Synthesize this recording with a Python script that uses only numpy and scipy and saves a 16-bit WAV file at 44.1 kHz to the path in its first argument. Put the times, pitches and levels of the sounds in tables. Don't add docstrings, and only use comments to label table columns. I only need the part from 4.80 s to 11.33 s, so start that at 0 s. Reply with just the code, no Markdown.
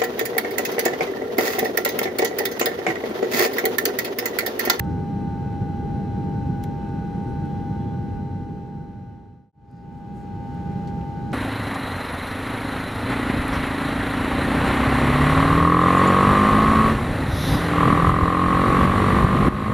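import sys
import numpy as np
from scipy import signal
from scipy.fft import rfft, irfft
from scipy.io import wavfile

SR = 44100
rng = np.random.default_rng(int(sys.argv[2]) if len(sys.argv) > 2 else 0)


def unload_wav(signal):
    wavfile.write(
        sys.argv[1],
        SR,
        np.round(np.clip(np.atleast_2d(signal).T, -1, 1) * 32767).astype(np.int16),
    )


def undo_db(level):
    steps = np.asarray(level, float) / 20
    return 10 ** steps


N = 287973
TIME = np.arange(N) / SR
CUT_S = 4.722

# freq_hz, density_db (per Hz)
RUMBLE_SPECTRUM = [(24, -39), (36, -34), (41, -25.5), (44, -12), (60, -8.5), (72, -5), (95, -2), (140, -1),
                   (200, -3.5), (230, -8), (300, -10.5), (400, -16), (500, -22), (570, -27.5)]
# freq_hz, density_db (per Hz)
HISS_SPECTRUM = [(750, -33), (1000, -38), (1400, -40), (2000, -45), (3000, -50), (4000, -53), (6000, -59),
                 (8000, -64), (11000, -66.5), (15700, -69.5)]
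# freq_hz, change_db
SECOND_SEAT_COLOUR = [(30, -7), (45, -5.5), (62, 0.5), (100, -5), (150, -1.5), (300, -4), (500, 0),
                      (1200, 0.2), (4000, 1), (12000, 0.1)]
# freq_hz, likeness (0-1)
STEREO_LIKENESS = [(40, 0.87), (100, 0.93), (180, 0.98), (300, 0.55), (600, 0.42), (1400, 0.43),
                   (3100, 0.57), (6800, 0.36), (15000, 0.2)]
# freq_hz, left_over_right_db
STEREO_LEAN = [(60, -0.5), (110, 0.5), (200, -1.5), (380, 3), (700, -5), (1290, 4), (2380, -1.5),
               (4400, 1.0), (8120, 1), (15000, 2)]
# time_s, level_db
GUSTS = [(0, 1.5), (.6, -1), (1.4, 0.9), (1.85, -1.25), (2.6, -1), (3.3, 1), (3.7, -0.5), (4.5, .5),
         (5.5, -1.1), (6.1, 0.5), (6.35, -2.5), (6.53, 1.2)]
# centre_hz, width_hz, first_seat_db, second_seat_db, left_over_right_db
DUCT_RESONANCES = [(93.75, 10.7, -41.5, -40.5, 0.2), (171.7, 3, -54, -39, -0.5),
                   (200.7, 9.4, -39.5, -41.5, -0.8), (250.8, 5, -41.5, -42.5, 1.5),
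                   (310.7, 8, -49.5, -48.5, 2.5), (372, 2.8, -52, -56.5, 1), (420.6, 5.3, -50, -57.5, -0.5),
                   (1488.3, 40, -60.5, -62.5, 3.5), (2986, 30, -75.5, -74, 7), (12200, 550, -90.5, -92, 2)]
# multiple (of the supply), first_seat_db, second_seat_db, left_over_right_db, left_lead_rad
WHINE_HARMONICS = [(2, -38.5, -38.5, 2.2, 0.29), (3, -63.5, -64, -2.5, 0), (4, -63, -64.5, -9.5, -.3),
                   (5, -65.5, -66, 1.5, -0.22), (6, -77, -73.5, -.6, 0), (7, -80.5, -78.5, 1, 0),
                   (8, -79, -83.5, -2.5, 0), (9, -83, -90, 3, 0), (10, -71.5, -77, 2, 0.095),
                   (11, -81.5, -79.5, -3, 0.038), (13, -82, -81.5, -1.5, 0), (14, -80.5, -83.5, 6, .2),
                   (15, -82, -90, -3.5, -0.038), (16, -93, -91, 3.5, 0), (17, -94.5, -87, -5.5, 0),
                   (18, -96.5, -97, 3.5, 0), (19, -90.5, -97, 3, 0)]
PUMPS_IN_STEP_S = [.05, .53, 1.54, 4.45, 5.1, 6.25]
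# first_seat_hz, second_seat_hz, level_db, wander_hz, waver_db
SHAFT_TONES = [(1481, 1489, -59, 3.986, 2), (2593, 2600, -76, 1.5, 3.5), (3709, 4000, -88.5, 0.99, 1.5),
               (3950, 6600, -83, 1.9, 0), (5930, 4600, -87, 1.5, 0.5)]
# mode_hz, width_hz, level_db
LATCH_RINGING = [(1760, 380, 2.5), (2260, 400, -3.5), (3470, 730, 3.5), (4400, 1200, -9.5), (5460, 940, -8),
                 (6350, 630, -3.5), (8750, 1300, -8), (10500, 1500, -7), (12100, 1100, -6.5),
                 (14600, 1000, -10.5)]
# start_s, peak_db, centre_hz,
# t60_s
TICKS = [(.044, -50, 4800, .03), (6.517, -43, 4300, .03), (1.831, -44, 4700, .025),
         (1.8395, -37, 2100, .05), (6.073, -43, 3800, .08), (6.08, -42, 2300, .08),
         (6.21, -44, 2500, .05), (2.086, -56, 6000, .03), (2.655, -58, 8000, .04),
         (3.61, -53, 3000, .04), (4.912, -50, 8000, .03), (5.125, -57, 7000, .03),
         (5.742, -58, 8000, .04)]
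# start_s, length_s, level_db, centre_hz, width_hz
CLOTH_RUSTLES = [
    (.085, .055, -67, 5000, 2000),
    (4.87, .17, -65, 4800, 700),
    (5.34, .12, -70, 7000, 2500),
    (2.42, .16, -76, 9000, 5000),
    (4.88, .12, -71, 6300, 2500),
    (5.12, .1, -74, 7500, 6000),
    (5.335, .1, -70, 9500, 6000),
    (6.068, .038, -65, 4800, 4500),
]
# start_s, length_s, level_db, start_hz, end_hz
SEAT_SQUEAKS = [
    (2.58, .34, -75, 3280, 3420),
    (2.98, .2, -69, 3390, 3420),
    (4.76, .3, -67, 1620, 1920),
    (5.46, .14, -71, 2540, 2660),
    (6.37, .17, -69, 3790, 4010),
    (.03, .04, -57, 1300, 1300),
    (1.17, .07, -52, 680, 680),
]


def rms_one(x):
    return x / np.sqrt(np.mean(x ** 2) + 1e-20)


def by_seat(first, second):
    return np.where(TIME < CUT_S, first, second)


def at_hz(points, hz):
    points_hz, values = np.transpose(points)
    return np.interp(np.log(hz), np.log(points_hz), values)


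def pan(x, lean_db):
    return x * undo_db(lean_db * np.array([[.5], [-.5]]))


def stereo(mid, side):
    return mid + side * [[1], [-1]]


def resonate(x, hz, width_hz):
    r = np.exp(-np.pi * width_hz / SR)
    poles = [1, -2 * r * np.cos(2 * np.pi * hz / SR), r * r]
    return signal.lfilter([(1 - r * r) / 2, 0, (r * r - 1) / 2], poles, x)


def resonate_twice(x, hz, width_hz):
    return resonate(resonate(x, hz, width_hz), hz, width_hz)


def drift(rate_hz):
    r = np.exp(-2 * np.pi * rate_hz / SR)
    slow = signal.lfilter([1], [1, -2 * r, r * r], rng.standard_normal(N + SR))
    return rms_one(slow[SR:])


def tone(hz, lead_rad=0, turn=0):
    turns = np.cumsum(hz) / SR + turn
    return np.sqrt(2) * np.sin(2 * np.pi * turns + np.array([[lead_rad], [0]]))


def window(start_s, length_s):
    return np.sin(np.pi * np.clip((TIME - start_s) / length_s, 0, 1)) ** .5


def fan():
    level_db = by_seat(-48.5, -60.5) + 1.5 * drift(3.5)
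    return undo_db(level_db) * tone(47 + .4 * drift(3))


def shafts():
    out = 0
    for first_hz, second_hz, level_db, wander_hz, waver_db in SHAFT_TONES:
        hz = by_seat(first_hz, second_hz) + wander_hz * drift(5.93)
        out = out + undo_db(level_db + waver_db * drift(8.3)) * tone(hz)
    return out


def spool():
    creep_hz_per_s, climb_start_s, climb_hz_per_s = 2.2, 2.0, 10.2
    hz = 457.7 + creep_hz_per_s * TIME + climb_hz_per_s * np.maximum(TIME - climb_start_s, 0)
    level_db = -52.5 + 2.9 * drift(6.2)
    return (TIME < CUT_S) * undo_db(level_db) * tone(hz + 1.5 * drift(5.5), lead_rad=.2)


def squeaks():
    out = 0
    for start_s, length_s, level_db, start_hz, end_hz in SEAT_SQUEAKS:
        glide_hz = np.interp(TIME, [start_s, start_s + length_s], [start_hz, end_hz])
        hz = glide_hz + 20 * drift(30)
        out = out + undo_db(level_db + 2.4 * drift(30)) * window(start_s, length_s) * tone(hz)
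    return out


def rustles():
    out = 0
    for start_s, length_s, level_db, hz, width_hz in CLOTH_RUSTLES:
        mid, side = resonate_twice(rng.standard_normal((2, N)), hz, width_hz)
        rub = rms_one(stereo(mid, 0.24 * side))
        out = out + undo_db(level_db + 2.0 * drift(120)) * window(start_s, length_s) * rub
    return out


def ticks():
    out = np.zeros((2, N))
    after_s = np.arange(SR // 8) / SR
    for start_s, peak_db, hz, t60_s in TICKS:
        mid, side = rng.standard_normal((2, len(after_s)))
        crack = undo_db(-60 * after_s / t60_s) * np.minimum(after_s / .0008, 1)
        tail = undo_db(-17 - 60 * after_s / .12)
        burst = resonate_twice(stereo(mid, .4 * side) * (crack + tail), hz, .75 * hz)
        at = round(start_s * SR)
        out[:, at:at + len(after_s)] += undo_db(peak_db) * burst[:, :N - at]
    return out


def latch():
    release_s, scrape_lead_s = 1.839, .0025
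    mid, side = rng.standard_normal((2, N))
    away_ms = 1000 * np.abs(TIME - release_s)
    snap = undo_db(-40 - 11 * away_ms)
    scrape = (TIME > release_s - scrape_lead_s) * undo_db(-50 - .9 * away_ms)
    force = (snap + scrape) * stereo(mid, .5 * side)
    out = 0
    for hz, width_hz, level_db in LATCH_RINGING:
        out = out + undo_db(level_db) * np.sqrt(2500 / width_hz) * resonate(force, hz, width_hz)
    return out


def load():
    start_s, rise_s, hold_s, release_s = .66, .14, .36, .09
    return np.interp(TIME, np.cumsum([start_s, rise_s, hold_s, release_s]), [0, 1, 1, 0])


def pumps():
    sag_hz = 16.8
    hz_a = by_seat(899.05, 899.65) - sag_hz * load()
    hz_b = by_seat(896.95, 897.95)
    apart = np.interp(PUMPS_IN_STEP_S, TIME, np.cumsum(hz_a - hz_b) / SR)
    slip = np.interp(TIME, PUMPS_IN_STEP_S, apart - np.round(apart))
    pump_a = undo_db(-46.5 - 2.0 * load()) * tone(hz_a, lead_rad=0.62)
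    pump_b = undo_db(-58) * tone(hz_b, lead_rad=0.6, turn=slip)
    return pan(pump_a + pump_b, lean_db=-3.5)


def whine():
    supply_hz = by_seat(402.75, 403.45)
    swell_db = 1.5 * load()
    out = 0
    for multiple, first_db, second_db, lean_db, lead_rad in WHINE_HARMONICS:
        if multiple < 2.5:
            waver_db = swell_db + .5 * drift(4.5)
        else:
            waver_db = 0.87 * drift(4.3)
        harmonic = tone(np.round(multiple) * supply_hz, lead_rad, rng.random())
        out = out + undo_db(by_seat(first_db, second_db) + waver_db) * pan(harmonic, lean_db)
    return out


def ducts():
    out = 0
    for hz, width_hz, first_db, second_db, lean_db in DUCT_RESONANCES:
        mid, side = resonate_twice(rng.standard_normal((2, N)), hz, width_hz)
        singing = rms_one(stereo(mid, 0.27 * side))
        out = out + undo_db(by_seat(first_db, second_db)) * pan(singing, lean_db)
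    return out


def at_both_seats(spectrum, hz):
    second = spectrum * undo_db(at_hz(SECOND_SEAT_COLOUR, hz))
    return by_seat(irfft(spectrum, N), irfft(second, N))


def airflow():
    hz = np.maximum(np.fft.rfftfreq(N, 1 / SR), 1)
    mid, side = rfft(rng.standard_normal((2, N)))
    alike = np.clip(at_hz(STEREO_LIKENESS, hz), 0, 1)
    pair = stereo(np.sqrt(1 + alike) * mid, np.sqrt(1 - alike) * side)
    pair = pan(pair * undo_db(at_hz(RUMBLE_SPECTRUM + HISS_SPECTRUM, hz)), at_hz(STEREO_LEAN, hz))
    pair = pair / np.std(irfft(pair, N))
    low_share = 1 / (1 + (hz / 600) ** 2)
    gust_s, gust_points_db = np.transpose(GUSTS)
    gust_db = np.interp(TIME, gust_s, gust_points_db)
    rumble = undo_db(gust_db) * at_both_seats(pair * low_share, hz)
    hiss_db = .6 + 0.16 * gust_db + .3 * drift(25)
    hiss = undo_db(hiss_db) * at_both_seats(pair * (1 - low_share), hz)
    return undo_db(-26.5) * (rumble + hiss)


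def scene():
    machinery = fan() + shafts() + spool() + pumps() + whine()
    close_by = squeaks() + rustles() + ticks() + latch()
    return machinery + close_by + ducts() + airflow()


def fader():
    silence_s, fade_out_s, fade_in_s = .003, 1.935, 1.216
    away_s = np.abs(TIME - CUT_S) - silence_s
    fade_out = np.clip(away_s / fade_out_s, 0, 1) ** 0.95
    fade_in = np.clip(away_s / fade_in_s, 0, 1)
    return by_seat(fade_out, fade_in)


def band_limit(x):
    return signal.sosfilt(signal.butter(12, 15710, fs=SR, output="sos"), x)


def record(dry):
    floor = undo_db(-92) * rng.standard_normal((2, N))
    word_steps = 2 ** 15
    faded = np.round((dry + floor) * fader() * word_steps) / word_steps
    top_cut = signal.cheby2(10, 50, 16800, fs=SR, output="sos")
    return band_limit(signal.sosfilt(top_cut, faded))


dry = scene()
out = record(dry)
unload_wav(out)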